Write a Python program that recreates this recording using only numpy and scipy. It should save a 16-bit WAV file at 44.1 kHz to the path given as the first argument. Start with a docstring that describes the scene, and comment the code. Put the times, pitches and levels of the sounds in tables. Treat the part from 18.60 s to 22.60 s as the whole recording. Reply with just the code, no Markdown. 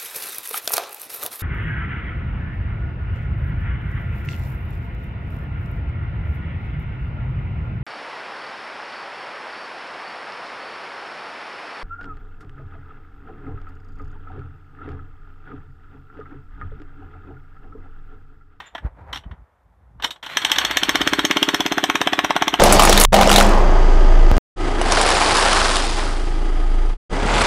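"""Steel clanks and scrapes as a handheld electric breaker, winding down with a tiny squeak, is dragged
over rocky ground and set down, while air buffets the microphone. Its motor starts with a chattering
whine; the chisel rings loosely at first, then bites and hammers about 17 times a second. Each blow is
a thump of the piston in the housing, then the crack of steel on rock, thrown back by the rock face."""
import sys
import numpy as np
from scipy import signal
from scipy.io import wavfile
from scipy.ndimage import uniform_filter1d

SR = 44100
rng = np.random.default_rng(int(sys.argv[2]) if len(sys.argv) > 2 else 0)


def generate_wav(sig):
    """Save sig (samples, or channels by samples) to the path in sys.argv[1] as 16-bit PCM at SR."""
    pcm = np.round(np.clip(np.atleast_2d(sig).T, -1, 1) * 32767).astype(np.int16)
    wavfile.write(sys.argv[1], SR, pcm)


N = 176400

# chisel blows: t/s, strength/dB, extra ground thud/dB, extra brightness/dB
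BLOWS = [(1.7701, -0.4, -0.5, 4.5), (1.848, 2.3, -7, 3.5), (1.916, 0.5, -4.5, 8), (1.9841, 1.2, 2.5, 5.5),
         (2.0487, -5, 2, 10), (2.1105, -3.5, 1, 3), (2.1702, -2.5, 4.5, 11.5), (2.2325, -1.8, -0.5, 6),
         (2.2923, 0.9, 8.5, 5.5), (2.3549, -0.8, 5, 3.9), (2.4142, 0.6, 1.8, 0.8), (2.474, -1.5, 4.8, 5.5),
         (2.5332, 1, 2, 2.5), (2.5917, 4.9, 0.5, -5.0), (2.65, 1.8, -3.2, 4.5), (2.7099, 5.5, -2, -5),
         (2.7688, 2.2, 1.3, -2), (2.8279, 4.8, -4, 1), (2.8873, 1.2, 6.5, 1.1), (2.9441, -5.5, 11, 10.5),
         (3.0048, -0.3, 5, 2), (3.062, -3, 1.4, 5), (3.1213, -3.5, 6.5, 3.7), (3.1804, 0, 4.5, -2.5),
         (3.2388, 2, 5, 2.8), (3.298, 1.5, 6, -2.5), (3.3543, 3.5, 0, -2.7), (3.4137, 0.3, 10.5, 1),
         (3.4721, 6.2, -1, -13.5), (3.5314, 0.5, 6.5, -2), (3.5896, 0.6, 7.5, -3), (3.6455, 0.2, 7.5, -1),
         (3.7056, -0.1, 9, -4.5), (3.763, 0, 6.5, -2), (3.8219, -1, 10.5, 1), (3.8794, -0.4, 4.5, 1.9),
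         (3.939, 4.7, -10, -7.5), (3.9977, 4.5, 2.5, -2.5)]
# how firmly the chisel is pressed home: t/s, firmness (0 loose, 1 firm)
FIRMNESS = [(1.77, 0.22), (1.95, 0.052), (2.15, .33), (2.3, .7), (2.55, 0.64), (3.3, 0.65), (3.9, 0.94)]
# heavily damped modes of tool and rock: f/Hz, level/dB, t60/s
BODY_MODES = [(732, -17, 0.021), (936, -23.5, 0.021), (1106, -25, .04), (1328, -14, 0.0095),
              (1717, -10, 0.013), (2121, -21.5, 0.029), (2730, -35, 0.012), (3097, -24, 0.049),
              (3210, -21, 0.035), (3648, -25.5, 0.064), (4100, -22.5, 0.021), (5435, -18.5, 0.015),
              (6066, -19, 0.013)]
# free ring of the steel chisel: f/Hz, level/dB, t60/s
STEEL_MODES = [(886, -26, 0.087), (1557, -24.5, 0.06), (1996, -26, .11), (3020, -32, 0.15),
               (3240, -23, 0.11), (3760, -32, 0.16), (5650, -39, 0.087), (5950, -44, 0.072),
               (6960, -45, .08), (8040, -33.5, 0.11), (8320, -40, .1), (11750, -39.5, .1),
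               (12700, -44, .11), (13320, -46, .11)]


def amp(db):
    """Decibels to gain."""
    return 10 ** (np.asarray(db) / 20)


def curve(points, t):
    """Reads a table of points joined by straight lines."""
    return np.interp(t, *np.transpose(points))


def add(mix, start_s, sound):
    """Drops a sound into the mix at a time."""
    part = mix[max(round(start_s * SR), 0):][:len(sound)]
    part += sound[:len(part)]


def colour(x, spectrum):
    """Minimum-phase EQ of unit energy: the spectrum sets the tone, not the overall level."""
    hz, db = np.transpose(spectrum)
    bins_hz = abs(np.fft.fftfreq(4096, 1 / SR))
    log_gain = np.log(amp(np.interp(np.log(bins_hz + 1), np.log(hz + 1), db)))
    taps = np.fft.ifft(np.exp(np.conj(signal.hilbert(log_gain)))).real
    return signal.oaconvolve(x, taps / np.linalg.norm(taps))[:len(x)]


def shelf(x, hz, db, kind):
    """Boosts or cuts everything below or above a frequency."""
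    bands = {}
    for side in ("low", "high"):
        crossover = np.tile(signal.butter(2, hz, side, fs=SR, output="sos"), (2, 1))
        bands[side] = signal.sosfilt(crossover, x)
    return bands["low"] + bands["high"] + (amp(db) - 1) * bands[kind]


def wander(samples):
    """Smooth random drift of unit size."""
    drift = uniform_filter1d(uniform_filter1d(rng.standard_normal(N), samples), samples)
    return drift / drift.std()


def burst(t, rise_s, t60_s):
    """A quick spray of crushed grit."""
    return rng.standard_normal(len(t)) * (1 - np.exp(-t / rise_s)) * amp(-60 * t / t60_s)


def ring(t, modes, spread_db, detune):
    """Dying modes, struck a little differently each time; the high ones shift most."""
    hz, db, t60 = np.transpose(modes)[:, :, None]
    size, shift = rng.standard_normal((2, len(modes), 1))
    phase = 2 * np.pi * rng.random((len(modes), 1))
    hz = hz * (1 + detune * shift * np.sqrt(hz / hz.mean()))
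    return (amp(db + spread_db * size - 60 * t / t60) * np.sin(2 * np.pi * hz * t + phase)).sum(0)


def air_and_ground():
    """The bed: quiet outdoor air, gusts buffeting the microphone, grit under the dragged steel."""
    # spectra of the outdoors, the gusts and the scrape: f/Hz, level/dB
    air_eq = [(18, -35.5), (30, -21), (123, -14), (217, -27.5), (281, -11), (354, -16), (592, 0),
              (674, -12.5), (1130, -2), (3070, -24), (14000, -29)]
    wind_eq = [(15, -47), (28, -22), (45, 3.5), (62, 3), (100, -7.5), (170, -14), (300, -28), (800, -44.5),
               (3000, -81)]
    scrape_eq = [(60, -12), (300, -0.5), (850, 6.5), (1300, 0.5), (2000, -7), (3000, -22.5), (6000, -39),
                 (14000, -45)]
    # swells of the gusts and the dragging: t/s, level/dB
    wind_fader = [(0, -46.5), (.08, -74), (.142, -52), (.19, -62), (.25, -20), (.29, -50), (.336, -49),
                  (.375, -37.5), (.48, -41.5), (.58, -38.5), (.635, -56), (.665, -27.5), (.695, -44),
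                  (.72, -25.5), (.766, -56), (.808, -40), (.86, -64), (1.02, -65), (1.09, -52.5),
                  (1.16, -62), (1.22, -49.5), (1.28, -54), (1.36, -43), (1.41, -48), (1.6, -66), (2.0, -51),
                  (2.4, -42.5), (3, -67), (4, -51)]
    drag_fader = [(0, -41), (.08, -71), (.125, -61), (.148, -51), (.22, -54.5), (.264, -37), (.296, -55.5),
                  (.35, -60), (.39, -47.5), (.45, -53), (.5, -42.5), (.6, -58.5), (.69, -54), (.73, -53.5),
                  (.78, -60), (1.0, -67), (1.38, -65.5), (1.44, -36), (1.6, -64.5)]
    t = np.arange(N) / SR
    wind, air, grit = rng.standard_normal((3, N))
    grit = grit * (rng.random(N) < 5000 / SR)  # about 5000 grains a second
    gusts = amp(curve(wind_fader, t)) * colour(wind, wind_eq)
    scrape = amp(curve(drag_fader, t)) * colour(grit / grit.std(), scrape_eq)
    return amp(-73.5) * colour(air, air_eq) + gusts + scrape


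def rock_face(x):
    """A short scatter of reflections from the broken slope."""
    # spectrum of the reflections: f/Hz, level/dB
    echo_eq = [(100, -18), (700, -5.5), (1700, 0.5), (3300, -2), (6000, -0.5), (8500, 6.5), (14000, -1)]
    delay_s, t60_s, echoes_per_s = .0071, .11, 4000
    t = np.arange(SR // 3) / SR
    taps = rng.choice([-1., 1.], len(t)) * (rng.random(len(t)) < echoes_per_s / SR)
    taps *= (t > delay_s) * amp(-60 * t / t60_s)
    return amp(-11) * signal.oaconvolve(x, colour(taps / np.linalg.norm(taps), echo_eq))[:N]


def squeak():
    """A tiny metallic squeak as the tool winds down."""
    peak_s, width_s = .074, .011
    t = np.arange(N) / SR
    hz = 7100 * (1 + .0094 * wander(40))
    tone = np.sin(2 * np.pi * np.cumsum(hz) / SR)
    return amp(-50) * tone * np.exp(-((t - peak_s) / width_s) ** 2)


def motor():
    """Gears coast to a stop, then restart; each piston compression swells the chatter, sags the whine."""
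    # spectrum of the gear chatter: f/Hz, level/dB
    chatter_eq = [(60, -7), (450, -6), (1000, 2), (1900, 3.5), (2700, -1), (3400, 3.5), (4700, -18),
                  (5800, -16), (7200, -18.5), (10000, -26), (14000, -23)]
    # rides on the whole motor and on the chatter's treble: t/s, level/dB
    motor_fader = [(0, -47), (.08, -48.5), (.12, -66), (.3, -82), (1.62, -87), (1.635, -32.5),
                   (1.685, -44.5), (1.7, -32.5), (1.74, -34.5), (1.8, -33), (2.0, -27.5), (2.2, -30.5),
                   (2.7, -32.5), (3.3, -35.5), (4, -35)]
    treble_fader = [(.05, -10), (1.65, -1), (2.0, -6.5), (2.8, -3), (3.3, -3), (3.9, -9)]
    # gear whine before waver and sag: t/s, f/Hz
    whine_pitch = [(1.63, 3600), (1.75, 4220), (2.0, 4380), (2.4, 4450), (3.0, 4380), (3.5, 3880),
                   (4, 3760)]
    lead_s, width_s, swell_db = .0046, .008, 13  # the load peaks just ahead of each blow
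    waver, sag = .0074, .069
    t = np.arange(N) / SR
    load = sum(np.exp(-((t - blow_s + lead_s) / width_s) ** 2) for blow_s, *_ in BLOWS)
    teeth = rng.standard_normal(N) * (rng.random(N) < 7000 / SR)  # about 7000 ticks a second
    chatter = colour(teeth / teeth.std(), chatter_eq) * amp(swell_db * load * curve(FIRMNESS, t))
    chatter = shelf(chatter, 4000, curve(treble_fader, t), "high")
    speed = 1 + waver * wander(200) - sag * uniform_filter1d(load, size=900)
    whine = np.sin(2 * np.pi * np.cumsum(curve(whine_pitch, t) * speed) / SR)
    return amp(curve(motor_fader, t)) * (chatter + amp(-11) * whine)


def knocks():
    """The tool bumps on stones and the loose chisel clanks in its holder."""
    # bumps and rattles: t/s, level/dB, brightness/dB, hollow thud/dB, contact ring f/Hz
    hits = [(.001, -18, -5, -18, 1885), (.149, -9.5, -12.5, -6, 685), (.179, -16.5, -13, -14, 1724),
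            (0.5279, -10.5, 0, -28, 3090), (.544, -17.5, 0, -2, 5500), (.557, -13.5, 1, -18, 3580),
            (.571, -18.5, 2, -20, 2880), (0.636, -29.5, -19, -17, 3030), (0.712, -22.5, -20, -13, 970),
            (1.398, -19, -16.5, 0, 3100), (1.4225, -16.5, 7, -8, 3700), (1.435, -8.5, -3, 7, 3710),
            (1.4425, -2.5, 5.5, 4, 932), (1.474, -27.5, 7, 3, 3800), (1.506, -21, 14.5, -9, 3750),
            (1.559, -28.5, -5, -4, 3300), (1.6272, -17, -1.5, 3, 3200), (1.662, -15, 3, 6, 2953),
            (1.817, -13, 5, -3, 3300), (1.866, -12, -4, -6, 3590), (1.896, -7, -1, -4, 3400),
            (1.9585, -5.5, 1, -6, 3460), (2.012, -4, -2, -4, 1120)]
    # spectrum of a knock's noise: f/Hz, level/dB
    knock_eq = [(60, -30), (280, -5), (480, -18), (680, -6.5), (930, 4), (1300, -1), (1750, 1),
                (2400, -8.5), (3050, 1), (3650, -1), (4900, -19), (5600, -11), (6600, -22), (10000, -31),
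                (14000, -29)]
    rise_s, contact_t60_s = .0025, .049
    out, t = np.zeros(N), np.arange(SR // 4) / SR
    attack = 1 - np.exp(-t / rise_s)
    for start_s, db, bright_db, thud_db, ring_hz in hits:
        clack = amp(-6.5) * colour(burst(t, rise_s, t60_s=.038), knock_eq)
        steel = amp(-10) * ring(t, STEEL_MODES, spread_db=2, detune=.011)
        thud = amp(thud_db - 7) * ring(t, BODY_MODES, spread_db=2.5, detune=.02)
        contact = amp(-14 - 60 * t / contact_t60_s) * np.sin(2 * np.pi * ring_hz * t)
        clank = clack + steel + attack * (thud + contact)
        add(out, start_s, amp(db) * shelf(clank, 2600, bright_db, "high"))
    return out


def piston():
    """The air cushion kicks the housing just before each blow and again on the rebound."""
    # modes of the housing: f/Hz, level/dB relative to the kick, t60/s
    housing_modes = [(181.5, -24.5, 0.3), (272.6, -14.5, 0.25), (308.3, -15, 0.37), (406.2, -13, 0.24),
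                     (600, -3, 0.052)]
    # strength of the kick: t/s, level/dB
    kick_fader = [(1.77, -30), (2.0, -27), (2.15, -25.5), (2.3, -16), (2.55, -13.5), (2.9, -13.5),
                  (3.3, -16.5), (3.9, -17.5)]
    kick_hz, width_s = 305, .0027
    lead_s, rebound_s, preroll_s = .0039, .0064, .01
    out, t = np.zeros(N), np.arange(SR // 4) / SR - preroll_s
    kick, rebound = (-np.sin(2 * np.pi * kick_hz * age) * np.exp(-(age / width_s) ** 2)
                     for age in (t, t - rebound_s))
    after = np.maximum(t, 0)
    hum = -sum(amp(db - 60 * after / t60) * np.sin(2 * np.pi * hz * after)
               for hz, db, t60 in housing_modes)
    thump = kick + amp(-7) * rebound + amp(-4.5) * hum
    for blow_s, *_ in BLOWS:
        add(out, blow_s - lead_s - preroll_s, amp(curve(kick_fader, blow_s)) * thump)
    return out


def chisel():
    """Steel cracks into rock; it rings out while loose and knocks hollowly once buried."""
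    # spectrum of the crack: f/Hz, level/dB
    crack_eq = [(60, -38), (300, -49), (500, -12), (720, -6), (1700, -0.5), (2500, -2), (3400, 3.5),
                (4500, -19.5), (5900, -7), (7300, -22), (8400, -19.5), (9600, -31), (12000, -23),
                (14000, -23)]
    # modes of the buried bit: f/Hz, level/dB, t60/s
    hollow_modes = [(718, 0.5, 0.031), (894, -5.5, 0.04), (1087, -7, 0.032)]
    # its hollow knock growing as it sinks: t/s, level/dB
    hollow_fader = [(1.77, -37), (2.9, -18), (3.3, -17), (3.7, -12), (4, -9)]
    out, t = np.zeros(N), np.arange(SR // 5) / SR
    attack = 1 - np.exp(-t / .0007)
    for start_s, db, thud_db, bright_db in BLOWS:
        crack = amp(-9) * colour(burst(t, rise_s=.00033, t60_s=.025), crack_eq)
        body = amp(.5) * attack * ring(t, BODY_MODES, spread_db=2.5, detune=.02)
        impact = shelf(crack + body, 1284, thud_db, "low")
        impact = shelf(impact, 3300, bright_db, "high")
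        choke_db = -18.5 * curve(FIRMNESS, start_s)
        steel = amp(choke_db) * ring(t, STEEL_MODES, spread_db=3, detune=.0024)
        hollow = attack * ring(t, hollow_modes, spread_db=1.5, detune=.0042)
        add(out, start_s, amp(db) * (impact + steel) + amp(curve(hollow_fader, start_s)) * hollow)
    return out


def scene():
    """The tool sits dead centre; piston and bed stay dry, the rest bounces off the rock face."""
    tool = chisel() + knocks() + motor() + squeak()
    mix = tool + rock_face(tool) + piston() + air_and_ground()
    return np.array([mix, mix])


def record(dry):
    """Soft-clips the loudest peaks, then trims the rumble and the extreme top."""
    ceiling = .74
    rounded = dry / (1 + (dry / ceiling) ** 4) ** (1 / 4)
    low_cut = signal.butter(4, 40, "high", fs=SR, output="sos")
    high_cut = signal.firwin(255, 14450, window=("kaiser", 8), fs=SR)
    return signal.oaconvolve(signal.sosfilt(low_cut, rounded), high_cut[None], "same")


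dry = scene()
out = record(dry)
generate_wav(out)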